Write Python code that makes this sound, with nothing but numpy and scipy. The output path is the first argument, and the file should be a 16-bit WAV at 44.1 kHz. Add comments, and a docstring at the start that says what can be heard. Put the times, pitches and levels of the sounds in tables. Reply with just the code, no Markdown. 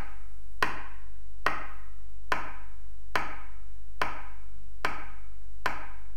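"""A pen taps a wooden desk in a slow, steady beat, picked up by a clip-on microphone.
Each tap is the desk's short ring plus the plastic tick of tip and barrel; a bare-walled room
answers for about 0.7 s. Mains hum, rumble and hiss lie underneath, with a faint bright hiss
at the start, one thin squeak and two soft pulses of a low tone."""
import sys
import numpy as np
from scipy import signal
from scipy.fft import rfft, irfft, next_fast_len
from scipy.io import wavfile
from scipy.ndimage import uniform_filter1d, map_coordinates

SR = 44100
rng = np.random.default_rng(int(sys.argv[2]) if len(sys.argv) > 2 else 0)


def wrap_up_sound(samples):
    """Save the sound to the file named by the first command line argument, as 16-bit audio."""
    columns = np.atleast_2d(samples).T
    # keep every value between -1 and 1, then stretch to whole-number steps
    tamed = np.clip(columns, -1, 1)
    steps = np.round(tamed * 32767).astype(np.int16)
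    wavfile.write(sys.argv[1], SR, steps)


N = 271656

# room decay: f/Hz, t60/s
ROOM_T60 = [(120, 0.78), (450, 0.6), (1000, 0.8), (2200, 0.82), (4000, .62), (7000, 0.41), (14000, .36)]


def tapping(modes_db=-1, movement=.45):
    """Pen taps in one room, whose answer changes a little as hand and body move."""
    # taps: t/s, knock level/dB, tick level/dB, spot on the desk; the first lands before t = 0
    taps = [(-.16, 0, 3.5, 1.54), (0.6254, -0.1, 3.5, 0.013), (1.4642, -0.4, -0.5, 1),
            (2.32, -0.5, -1.5, 2), (3.1554, 0.76, 1.2, 1.86), (4.016, 0.04, -1, 2.4),
            (4.8475, -0.5, -1.2, 1.82), (5.6589, -1.3, -0.5, 2.12)]
    t = np.arange(SR) / SR
    out = np.zeros(N + 2 * SR)  # 1 s margin at each end
    still_tail = room_tail(t)
    modes = amp(modes_db) * standing_waves(t)
    for start_s, knock_db, tick_db, spot in taps:
        tap = amp(knock_db) * desk_knock(spot) + amp(tick_db) * pen_tick(t)
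        diffuse = (still_tail + movement * room_tail(t)) / np.hypot(1, movement)
        reverb = signal.fftconvolve(tap, modes + diffuse)[:SR]
        out[SR + round(start_s * SR):][:SR] += near_echoes(tap) + reverb
    return out[SR:][:N]


def desk_knock(spot, crossing_s=.0016, direct_share=.59):
    """The board rings; where the pen lands (spot 0 to 2) sets the strength of each resonance."""
    # desk resonances: f/Hz, half width/Hz, level/dB at spot 0, at spot 1, at spot 2
    desk_modes = [(130.8, 53, 2.5, -8.5, -2.5), (310.6, 106, 10, 10.5, 9), (428, 67, 15, 13, 10),
                  (619, 170, 10, 14.5, 12.5), (829, 63, 13, 14, 14.5), (986.6, 80, 21, 8, 20),
                  (1096, 67, 21.5, 19.5, 3), (1283, 63, 13.5, 26, 20.5), (1472, 100, 19, 17, 17.5),
                  (1590, 52, 16, 15, 14.5), (1725, 90, 19, 13.5, 17.5), (1876, 46, 18.5, 20, 4.5),
                  (2050, 70, 13.5, 15.5, 8.5), (2255, 130, 3.5, 5.5, 10), (2472, 78, 11, 8, 6.5),
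                  (2717, 120, 10, 9, 4.5), (3032, 249, 9, 6, 6)]
    struck = [(hz, width_hz, np.interp(spot, [0, 1, 2], levels_db))
              for hz, width_hz, *levels_db in desk_modes]
    board = resonances(struck, scatter_db=1.02)
    # all-pass: part of the blow arrives at once, the rest runs between the board's edges first
    trip = lambda hz: np.exp(-2j * np.pi * hz * crossing_s)
    return filtered(board, lambda hz: (direct_share + trip(hz)) / (1 + direct_share * trip(hz)))


def pen_tick(t, barrel_db=.5, crack_db=-33, crack_t60_s=.016, crack_band_hz=(5000, 14500)):
    """The tip cracks against the wood and the barrel rings for a few milliseconds."""
    # barrel resonances: f/Hz, half width/Hz, level/dB
    barrel_modes = [(4090, 130, 1.5), (4655, 290, 1), (5440, 250, -2), (6260, 290, -8.5)]
    band = signal.butter(2, crack_band_hz, 'bandpass', fs=SR, output='sos')
    crack = signal.sosfilt(band, rng.standard_normal(len(t)) * fade(t, crack_t60_s))
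    barrel = resonances(barrel_modes, scatter_db=.76)
    return amp(barrel_db) * barrel + amp(crack_db) * crack


def resonances(modes, scatter_db):
    """1 s minimum-phase ring of a struck body, each resonance at a slightly random strength."""
    hz = np.fft.rfftfreq(SR, 1 / SR)
    power = sum(amp(db + rng.normal(0, scatter_db)) ** 2 / (1 + ((hz - centre_hz) / width_hz) ** 2) ** 2
                for centre_hz, width_hz, db in modes)
    cepstrum = irfft(np.log(power + 1e-12) / 2, SR)
    causal = 1 + np.sign(np.fft.fftfreq(SR))
    return irfft(np.exp(rfft(cepstrum * causal)), SR)


def near_echoes(x, cutoff_hz=4200):
    """Direct sound plus first reflections, which lose their treble."""
    # reflections off desk top, chest and near furniture: delay/s, gain
    echoes = [(.00187, 0.25), (.00271, 0.37), (.00678, 0.21), (.00815, -0.21), (.00911, -.13),
              (0.0172, -0.3)]
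    copies = lambda hz: sum(gain * np.exp(-2j * np.pi * hz * delay_s) for delay_s, gain in echoes)
    return filtered(x, lambda hz: 1 + copies(hz) / (1 + (hz / cutoff_hz) ** 4))


def room_tail(t, build_s=.0013):
    """Dense reflections build up, then each frequency dies at its own rate."""
    # wall colouring: f/Hz, level/dB
    wall_colour = [(100, 4.5), (250, 1), (500, -8.5), (800, 1), (1200, -5.5), (1800, -4), (2400, 4),
                   (3000, -8.5), (3700, -10.5), (4800, -9), (7000, -2.5), (11000, -10.5), (15000, -9.5)]
    hz, frame_s, noise = signal.stft(rng.standard_normal(len(t)), SR, nperseg=256)
    decaying = noise * fade(frame_s, along(ROOM_T60, hz)[:, None])
    tail = signal.istft(decaying, SR, nperseg=256)[1][:len(t)]
    n_fft = 2 * len(t)
    spectrum = rfft(tail * (1 - np.exp(-t / build_s)), n_fft)
    # a diffuse field shares its energy evenly between neighbouring bands
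    band_power = np.abs(uniform_filter1d(np.abs(spectrum) ** 2, size=90))
    even = spectrum / np.sqrt(band_power + 1e-12)
    colour = amp(along(wall_colour, np.fft.rfftfreq(n_fft, 1 / SR)))
    return irfft(even * colour, n_fft)[:len(t)]


def standing_waves(t):
    """Single room modes stand out of the diffuse tail and die at the same rate."""
    # room modes: f/Hz, relative level at resonance/dB
    room_modes = [(126, 20), (143, 12.5), (258, 5.5), (291, 3), (319, 10), (430, 5), (636, 3.5), (803, 5.5),
                  (945, 8), (1043, 9), (1236, 6.5), (1263, 6), (1336, 4), (1577, -3), (1727, -1),
                  (1906, 3.5), (2026, 5.5)]
    out = np.zeros(len(t))
    for hz, db in room_modes:
        decay = fade(t, along(ROOM_T60, hz))
        out += amp(db) * np.sin(2 * np.pi * hz * t) * decay * 2 / decay.sum()
    return out


def mains_hum(hz=50, rms_db=-47):
    """A steady sine at mains frequency."""
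    t = np.arange(N) / SR
    return amp(rms_db) * unit(np.sin(2 * np.pi * hz * t))


def noise_floor():
    """Low room rumble and microphone hiss."""
    # noise spectrum: f/Hz, density/(dB re 1/Hz)
    density = [(20, -62), (35, -75), (70, -86), (100, -84), (160, -103), (300, -99), (550, -103),
               (1000, -103), (2000, -106), (3500, -112), (8000, -113.5), (16000, -116)]
    return np.sqrt(SR / 2) * filtered(rng.standard_normal(N), lambda hz: amp(along(density, hz)))


def low_tone(hz=165, length_s=.215):
    """A faint low tone sounds twice, alike in pitch and length."""
    # tone pulses: t/s, level/dB
    pulses = [(4.505, -64), (4.965, -65.5)]
    t = np.arange(N) / SR
    envelope = sum(amp(db) * swell(t - start_s, length_s, attack_s=.05, release_s=.05)
                   for start_s, db in pulses)
    return envelope * unit(np.sin(2 * np.pi * hz * t))


def high_hiss(centre_hz=9300, half_width_hz=4000, rms_db=-77):
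    """A faint, bright hiss that lasts until the first full tap."""
    band = filtered(rng.standard_normal(N), lambda hz: 1 / (1 + ((hz - centre_hz) / half_width_hz) ** 2))
    envelope = swell(np.arange(N) / SR, length_s=.65, attack_s=.02, release_s=.063)
    return amp(rms_db) * envelope * unit(band)


def squeak(start_s=1.58, top_hz=14200, waver_hz=110, top_db=-78, fade_db_per_s=12):
    """A thin, wavering tone swells as its pitch shoots up, then sags and fades."""
    rise_s, rise_hz_per_s = .075, 21000
    sag_s, sag_hz_per_s = .25, 4400
    t = np.arange(N) / SR - start_s
    before_top_s = np.clip(rise_s - t, 0, rise_s)
    after_top_s = np.clip(t - rise_s, 0, sag_s)
    glide_hz = top_hz - rise_hz_per_s * before_top_s - sag_hz_per_s * after_top_s
    hz = glide_hz + waver_hz * wobble(knots_per_s=260)
    tone = unit(np.sin(2 * np.pi * np.cumsum(hz) / SR))
    envelope = swell(t, rise_s + sag_s, attack_s=rise_s, release_s=.04)
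    return amp(top_db - fade_db_per_s * after_top_s) * envelope * tone


def amp(db):
    """Decibels to gain."""
    return 10 ** (np.asarray(db) / 20)


def unit(x):
    """Scale to rms 1."""
    return x / np.sqrt(np.mean(x ** 2) + 1e-20)


def along(points, hz):
    """Interpolate (f/Hz, value) points on a log frequency axis."""
    point_hz, values = np.transpose(points)
    return np.interp(np.log(hz + 1), np.log(point_hz + 1), values)


def filtered(x, response):
    """Apply a complex frequency response."""
    n_fft = next_fast_len(len(x) + SR // 2)
    return irfft(rfft(x, n_fft) * response(np.fft.rfftfreq(n_fft, 1 / SR)), n_fft)[:len(x)]


def fade(t, t60_s):
    """Exponential decay, 60 dB in t60_s."""
    return np.exp(-np.log(1000) * t / t60_s)


def swell(t, length_s, attack_s, release_s):
    """Linear attack, hold and release from t = 0."""
    return np.clip(np.minimum(t / attack_s, (length_s - t) / release_s), 0, 1)


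def wobble(knots_per_s):
    """A smooth random curve."""
    knots = rng.standard_normal(int(N * knots_per_s / SR) + 4)
    return map_coordinates(knots, [np.arange(N) * knots_per_s / SR])


def scene():
    """The taps over the quiet room, mono."""
    return (tapping() + mains_hum() + noise_floor() + low_tone() + high_hiss() + squeak())[None]


def record(dry):
    """The recorder has a band limit and a constant negative offset."""
    top_hz, dc_offset = 15850, -.0685
    return dc_offset + filtered(dry[0], lambda hz: hz < top_hz)[None]


dry = scene()
out = record(dry)
wrap_up_sound(out)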